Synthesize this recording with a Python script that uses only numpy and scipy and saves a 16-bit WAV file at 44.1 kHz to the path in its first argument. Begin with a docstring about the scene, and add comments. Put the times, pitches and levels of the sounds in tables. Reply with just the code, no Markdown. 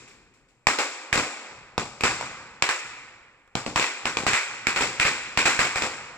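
"""A fading roll and faint far pops in the night air, then a hanging string of firecrackers goes off
in a yard, in uneven clusters of bangs. Each is a shock front over a low thump from the gas ball.
It overloads the microphone for a few milliseconds, slaps back from the walls, clatters round the yard
and rolls away over the neighbourhood. Two small microphone ports colour the cracks and echoes."""
import sys
import numpy as np
from scipy import signal
from scipy.fft import rfft, irfft, next_fast_len
from scipy.io import wavfile

SR = 44100
rng = np.random.default_rng(int(sys.argv[2]) if len(sys.argv) > 2 else 0)


def master(y):
    """Save y as 16-bit WAV."""
    cut = np.clip(np.atleast_2d(y).T, -1, 1)
    pcm = np.round(cut * 32767)  # scale
    wavfile.write(sys.argv[1], SR, pcm.astype(np.int16))


N = 272097
TIME_S = np.arange(N) / SR


def from_db(db):
    """Decibels to gain."""
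    return 10 ** (np.asarray(db) / 20)


def at_hz(table, hz, column=1):
    """Interpolate a table column over log frequency."""
    table = np.array(table)
    return np.interp(np.log(np.maximum(hz, 1)), np.log(table[:, 0]), table[:, column])


def add(track, start_s, sound):
    """Mix in a stereo sound."""
    start = round(start_s * SR)
    track[:, start:start + sound.shape[1]] += sound[:, :N - start]


def minimum_phase(gain):
    """Causal frequency response of the given magnitude."""
    cepstrum = irfft(np.log(gain + 1e-9))
    half = cepstrum.shape[-1] // 2
    cepstrum[..., 1:half] *= 2
    cepstrum[..., half + 1:] = 0
    return np.exp(rfft(cepstrum))


def flicker(rate_hz, channels=1):
    """Random wavering between unit-normal knots."""
    knots = rng.standard_normal((channels, N))
    return np.squeeze([np.interp(TIME_S * rate_hz, np.arange(N), row) for row in knots])


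def decay(times_s, levels_db, t60_s):
    """Impulses of sound power fed into a space die exponentially."""
    power = np.bincount(np.round(np.asarray(times_s) * SR).astype(int), from_db(levels_db) ** 2, N)
    return signal.lfilter([1], [1, -10 ** (-6 / (t60_s * SR))], power + 1e-18)


def build_up(power, rise_s):
    """Echo power builds as more paths arrive."""
    pole = np.exp(-1 / (rise_s * SR))
    return signal.lfilter([1 - pole], [1, -pole], power)


# Port response: (frequency [Hz], left [dB], right [dB])
PORT_EQ = [(40, -1, -5.5), (170, -8.5, -8.5), (275, -2.5, -5), (650, -4.5, -5.5), (1300, -6, -5),
           (1875, -8, -2), (2510, 0.5, 1.5), (3024, -7.5, -15), (5860, -11, -14), (6080, -14.5, -56),
           (7600, -4.5, -20), (8280, -16, -40), (10380, -32, -42), (15500, -37.5, -58)]
def port_gain(hz):
    """Gain of the two microphone ports."""
    return from_db([at_hz(PORT_EQ, hz, column=1), at_hz(PORT_EQ, hz, column=2)])


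# Night air spectrum: (frequency [Hz], level [dB])
NIGHT_EQ = [(40, 16), (150, -26), (500, 0), (1500, -5), (5000, -10), (15000, 0)]
def night_air(hz, level_db=-63.5):
    """Band power of the steady background."""
    return from_db(level_db + at_hz(NIGHT_EQ, hz)) ** 2


# Distant pops: (time [s], level at 2 kHz [dB], tilt [dB/octave], t60 [s])
POPS = [(.078, -52.5, 3.5, 0.51), (.338, -64, 4, 0.48), (.486, -66, 4, 0.43), (3.477, -52.5, -3, 0.021)]
def far_pops(hz):
    """Band power of faint pops farther off."""
    octaves = np.log2(hz / 2000)
    return sum(decay([time_s], [db + tilt * octaves], t60_s) for time_s, db, tilt, t60_s in POPS)


# Roll spectrum: (frequency [Hz], level [dB])
ROLL_EQ = [(40, -16), (120, -1.5), (300, -5.5), (650, -1), (1100, 2.5), (2400, 1), (4000, 4.5), (7500, 8.5),
           (10000, 4), (15000, -12)]
# Roll decay: (frequency [Hz], t60 [s])
ROLL_DECAY = [(60, 3.5), (300, 2.12), (1500, 1.65), (3500, 1.12), (7500, 0.8), (15000, 0.29)]
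def far_roll(hz, level_db=-16, db_per_echo_db=1.066, rise_s=0.063, waver_db=0.5):
    """Band power of bangs rolling over the neighbourhood; an earlier one fades at the start."""
    times_s, _, echo_db, *tone = np.transpose(CRACKERS)
    t60_s = at_hz(ROLL_DECAY, hz)
    levels_db = level_db + db_per_echo_db * echo_db + bang_tone_db(hz, *tone)
    power = build_up(decay(times_s, levels_db, t60_s), rise_s)
    earlier_bang_db = -51.5 + 10.5 * (hz < 550)
    power += from_db(earlier_bang_db - 60 * TIME_S / t60_s) ** 2
    return power * from_db(at_hz(ROLL_EQ, hz) + waver_db * flicker(43)) ** 2


# Yard echo spectrum: (frequency [Hz], level [dB])
YARD_EQ = [(40, -15), (120, -3.5), (280, -2.5), (520, -3), (680, -1.5), (1250, 1.5), (2400, -2.5),
           (4000, 0), (7500, 0), (15000, -1.5)]
# Yard echo decay: (frequency [Hz], t60 [s])
YARD_DECAY = [(60, 0.44), (300, 0.36), (1500, 0.32), (7000, 0.4), (15000, 0.32)]
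# Yard echo build-up: (frequency [Hz], rise [s])
YARD_ATTACK = [(300, 0.0081), (1500, 0.0087), (4000, 0.0068)]
def yard_echo(hz):
    """Band power of the yard's quick reverberation."""
    times_s, _, echo_db, *tone = np.transpose(CRACKERS)
    levels_db = echo_db + bang_tone_db(hz, *tone) + at_hz(YARD_EQ, hz)
    return build_up(decay(times_s, levels_db, at_hz(YARD_DECAY, hz)), at_hz(YARD_ATTACK, hz))


# Left-right likeness of echoes: (frequency [Hz], correlation [ratio])
COHERENCE = [(40, .62), (200, 0.94), (1000, 0.87), (2400, 0.96), (3200, 0.035), (6000, 0.028),
             (15000, 0.088)]
# Yard resonances: (centre [Hz], width [Hz], gain [dB])
MODES = [(124, 12, 4), (517, 27, 4.5), (640, 170, -3), (830, 31, 1), (1243, 110, 1.5), (1500, 17, 5),
         (1720, 11, -15), (2400, 27, 2)]
# Right port lag towards its resonance: (frequency [Hz], lag [rad])
RIGHT_LAG = [(600, 0.038), (1100, .25), (1500, 0.9), (2000, 0.85), (2400, 1.63), (2900, 2.5)]
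def diffuse_field(hz):
    """Spectrum of unit-rms noise from all round, coloured by yard and ports."""
    coherence = at_hz(COHERENCE, hz)
    mid, side = rfft(rng.standard_normal((2, 2 * (len(hz) - 1))))
    modes_db = sum(db / (1 + (2 * (hz - centre) / width) ** 2) for centre, width, db in MODES)
    field = np.sqrt(1 + coherence) * mid + np.sqrt(1 - coherence) * side * [[1], [-1]]
    field *= port_gain(hz) * from_db(modes_db)
    field[1] *= np.exp(-1j * at_hz(RIGHT_LAG, hz))
    return field / np.std(irfft(field))


def surroundings(clatter_db=1.37, uneven_db=0.5, bands=17):
    """Air, pops, roll and yard echo set the power of the diffuse field, band by band."""
    hz = np.fft.rfftfreq(2 * next_fast_len(N // 2 + 1), 1 / SR)
    field = diffuse_field(hz)
    # Single reflections stand out, each louder at one port.
    clatter = from_db(clatter_db * flicker(450) - uneven_db * flicker(900, channels=2)) ** 2
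    centres_hz = np.geomspace(45, 14000, bands)
    out = np.zeros((2, N))
    for k, band_hz in enumerate(centres_hz):
        band_gain = np.interp(np.log(hz + 1), np.log(centres_hz), np.arange(bands) == k)
        power = night_air(band_hz) + far_pops(band_hz) + far_roll(band_hz) + yard_echo(band_hz) * clatter
        out += irfft(field * band_gain)[:, :N] * np.sqrt(power)
    return out


# Wall reflections: (delay [s], gain [dB], low-pass [Hz])
SLAPS = [(0.0164, -8, 3000), (0.0261, -21.5, 1100), (.0522, -26.5, 1400)]
def wall_slaps(direct):
    """Each wall throws the cracks back later, weaker and duller."""
    out = np.zeros((2, N))
    for delay_s, db, cutoff_hz in SLAPS:
        dulled = signal.sosfilt(signal.butter(1, cutoff_hz, fs=SR, output="sos"), direct + 1e-18)
        add(out, delay_s, from_db(db) * dulled)
    return out


# Pressure swings: (frequency [Hz], t60 [s], level re bang strength [dB])
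SWINGS = [(65.6, 0.033, -19.5), (138.4, 0.019, -4.5)]
def thumps(uneven_db=1.6, length_s=0.2):
    """The gas ball swells and falls back: damped pressure swings that meet the ports unevenly."""
    t = np.arange(round(length_s * SR)) / SR
    swing = sum(np.sin(2 * np.pi * hz * t) * from_db(db - 60 * t / t60_s) for hz, t60_s, db in SWINGS)
    out = np.zeros((2, N))
    for time_s, crack_db, echo_db, *_ in CRACKERS:
        strength_db = (crack_db + echo_db) / 2
        add(out, time_s, from_db(strength_db + uneven_db * rng.standard_normal((2, 1))) * swing)
    return out


def bang_tone_db(hz, hollow_db, ring_hz, ring_db=3.5, ring_octaves=0.79):
    """Some bangs, mostly weak ones, sound hollow: lows and top raised around a 1.4-3 kHz dip.
    Each rings round one pitch."""
    bass, below_dip, below_treble, below_top = (
        1 / (1 + (hz / corner_hz) ** 8) for corner_hz in (230, 1350, 3000, 9000))
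    low_mids, treble = below_dip - bass, below_top - below_treble
    ring = np.exp(-(np.log2(np.maximum(hz, 1) / ring_hz) / ring_octaves) ** 2)
    return ring_db * ring + hollow_db * (1.96 * bass + low_mids + 0.63 * treble)


# Direct blast colour: (frequency [Hz], gain [dB])
BLAST_EQ = [(40, -1), (150, 10.5), (400, 4.5), (900, 5.5), (2000, 3.5), (4000, 5.5), (8000, 2.5),
            (15000, 7.5)]
def blast(hollow_db, ring_hz, push_s=0.00016, spread_s=0.0026, fade_s=0.0059, scatter=0.7, drive=3.1):
    """A shock front and its close reflections from ground and frame, flattened by overload."""
    size = 2048
    t, hz = np.arange(size) / SR, np.fft.rfftfreq(size, 1 / SR)
    shock = (1 - t / push_s) * np.exp(-t / push_s)   # push, then suction
    window = np.exp(-t / fade_s) / (1 + (t / spread_s) ** 8)
    shared, own = rng.standard_normal(size), rng.standard_normal((2, size))
    coherence = 0.87 * at_hz(COHERENCE, hz)
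    reflections = irfft(rfft(shared) * np.sqrt(coherence) + rfft(own) * np.sqrt(1 - coherence))
    clipped = np.tanh(drive * (shock + scatter * window * reflections))
    colour = port_gain(hz) * from_db(at_hz(BLAST_EQ, hz) + bang_tone_db(hz, hollow_db, ring_hz))
    colour[1] *= from_db(6 * hz ** 2 / (hz ** 2 + 6000 ** 2))   # overload brightens the right port
    wave = irfft(rfft(clipped) * minimum_phase(colour))
    return wave / np.sqrt(np.sum(wave ** 2) / (2 * 0.0036 * SR))   # energy of 3.6 ms at unit rms


# Firecrackers, and at 2.71 s a loud wall echo of the 2.69 s bang: (time [s], crack [dB], echo [dB], hollowness
# [dB], ring [Hz])
CRACKERS = [(0.6696, -7.5, -17.5, -0.5, 980), (0.7868, -19, -19.5, -1, 530), (1.1276, -12.5, -16, -6, 650),
            (1.157, -20.5, -24.5, 1, 520), (1.176, -20, -25, 4.5, 587), (1.779, -15.5, -29, 6, 743),
            (2.008, -23, -30.5, -6, 650), (2.036, -14, -17.5, 2, 1574), (2.211, -23.5, -37, 5.5, 1100),
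            (2.623, -11, -21, -1.5, 2400), (2.69, -16.5, -20, -3.5, 1460), (2.71, -25, -51, -4, 1640),
            (3.553, -17, -29.5, 4, 880), (3.663, -23, -36, 9, 393), (3.759, -15.5, -19, -1, 1300),
            (3.796, -18, -24, 0.5, 2400), (3.826, -17.5, -24.5, -3.5, 2600), (4.055, -17, -24.5, 1, 1660),
            (4.17, -16.5, -26.5, 2, 590), (4.235, -27, -55, 8, 607), (4.266, -15.5, -17.5, 0, 1720),
            (4.333, -16.5, -16.5, -5.5, 1680), (4.669, -13, -21, -2.5, 2050), (4.761, -20, -20.5, -2, 1790),
            (4.808, -19, -19.5, 0.5, 340), (4.998, -14.5, -15.5, -7, 2130), (5.051, -16.5, -19, 0, 2430),
            (5.374, -13.5, -17.5, -1, 2460), (5.454, -20, -13, -3, 1300), (5.591, -15, -15.5, -2.5, 1630),
            (5.65, -20.5, -46, -5, 1160), (5.758, -20, -22, -3.5, 830), (5.821, -20.5, -23, 1, 526)]
def cracks():
    """The blasts arriving by the direct path."""
    out = np.zeros((2, N))
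    for time_s, crack_db, _, hollow_db, ring_hz in CRACKERS:
        add(out, time_s, from_db(crack_db) * blast(hollow_db, ring_hz))
    return out


# Bass dropouts: (fade-out end [s], return end [s], corner [Hz])
DIPS = [(0.778, 1.12, 240), (1.317, 1.518, 188), (2.725, 2.842, 328), (3.896, 4.04, 225), (4.432, 4.5, 350)]
def bass_dips(mix, depth_db=-19.5, fade_s=0.11, return_s=0.038):
    """The bass fades briefly at the listed times."""
    for start_s, end_s, corner_hz in DIPS:
        upper = signal.sosfiltfilt(signal.butter(6, corner_hz, "high", fs=SR, output="sos"), mix)
        dip = np.clip(np.minimum((TIME_S - start_s) / fade_s + 1, (end_s - TIME_S) / return_s), 0, 1)
        mix = upper + (mix - upper) * from_db(depth_db * dip)
    return mix


def scene():
    """The string hangs straight ahead: cracks and thumps, wall slaps, then the surroundings."""
    direct = cracks()
    return bass_dips(direct + thumps() + wall_slaps(direct) + surroundings())


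def record(dry, low_cut_hz=28, high_cut_hz=15600):
    """Cut the deepest rumble, round the peaks, cut the top."""
    rounded = np.tanh(signal.sosfilt(signal.butter(2, low_cut_hz, "high", fs=SR, output="sos"), dry))
    return signal.sosfilt(signal.ellip(10, 0.1, 80, high_cut_hz, fs=SR, output="sos"), rounded)


dry = scene()
out = record(dry)
master(out)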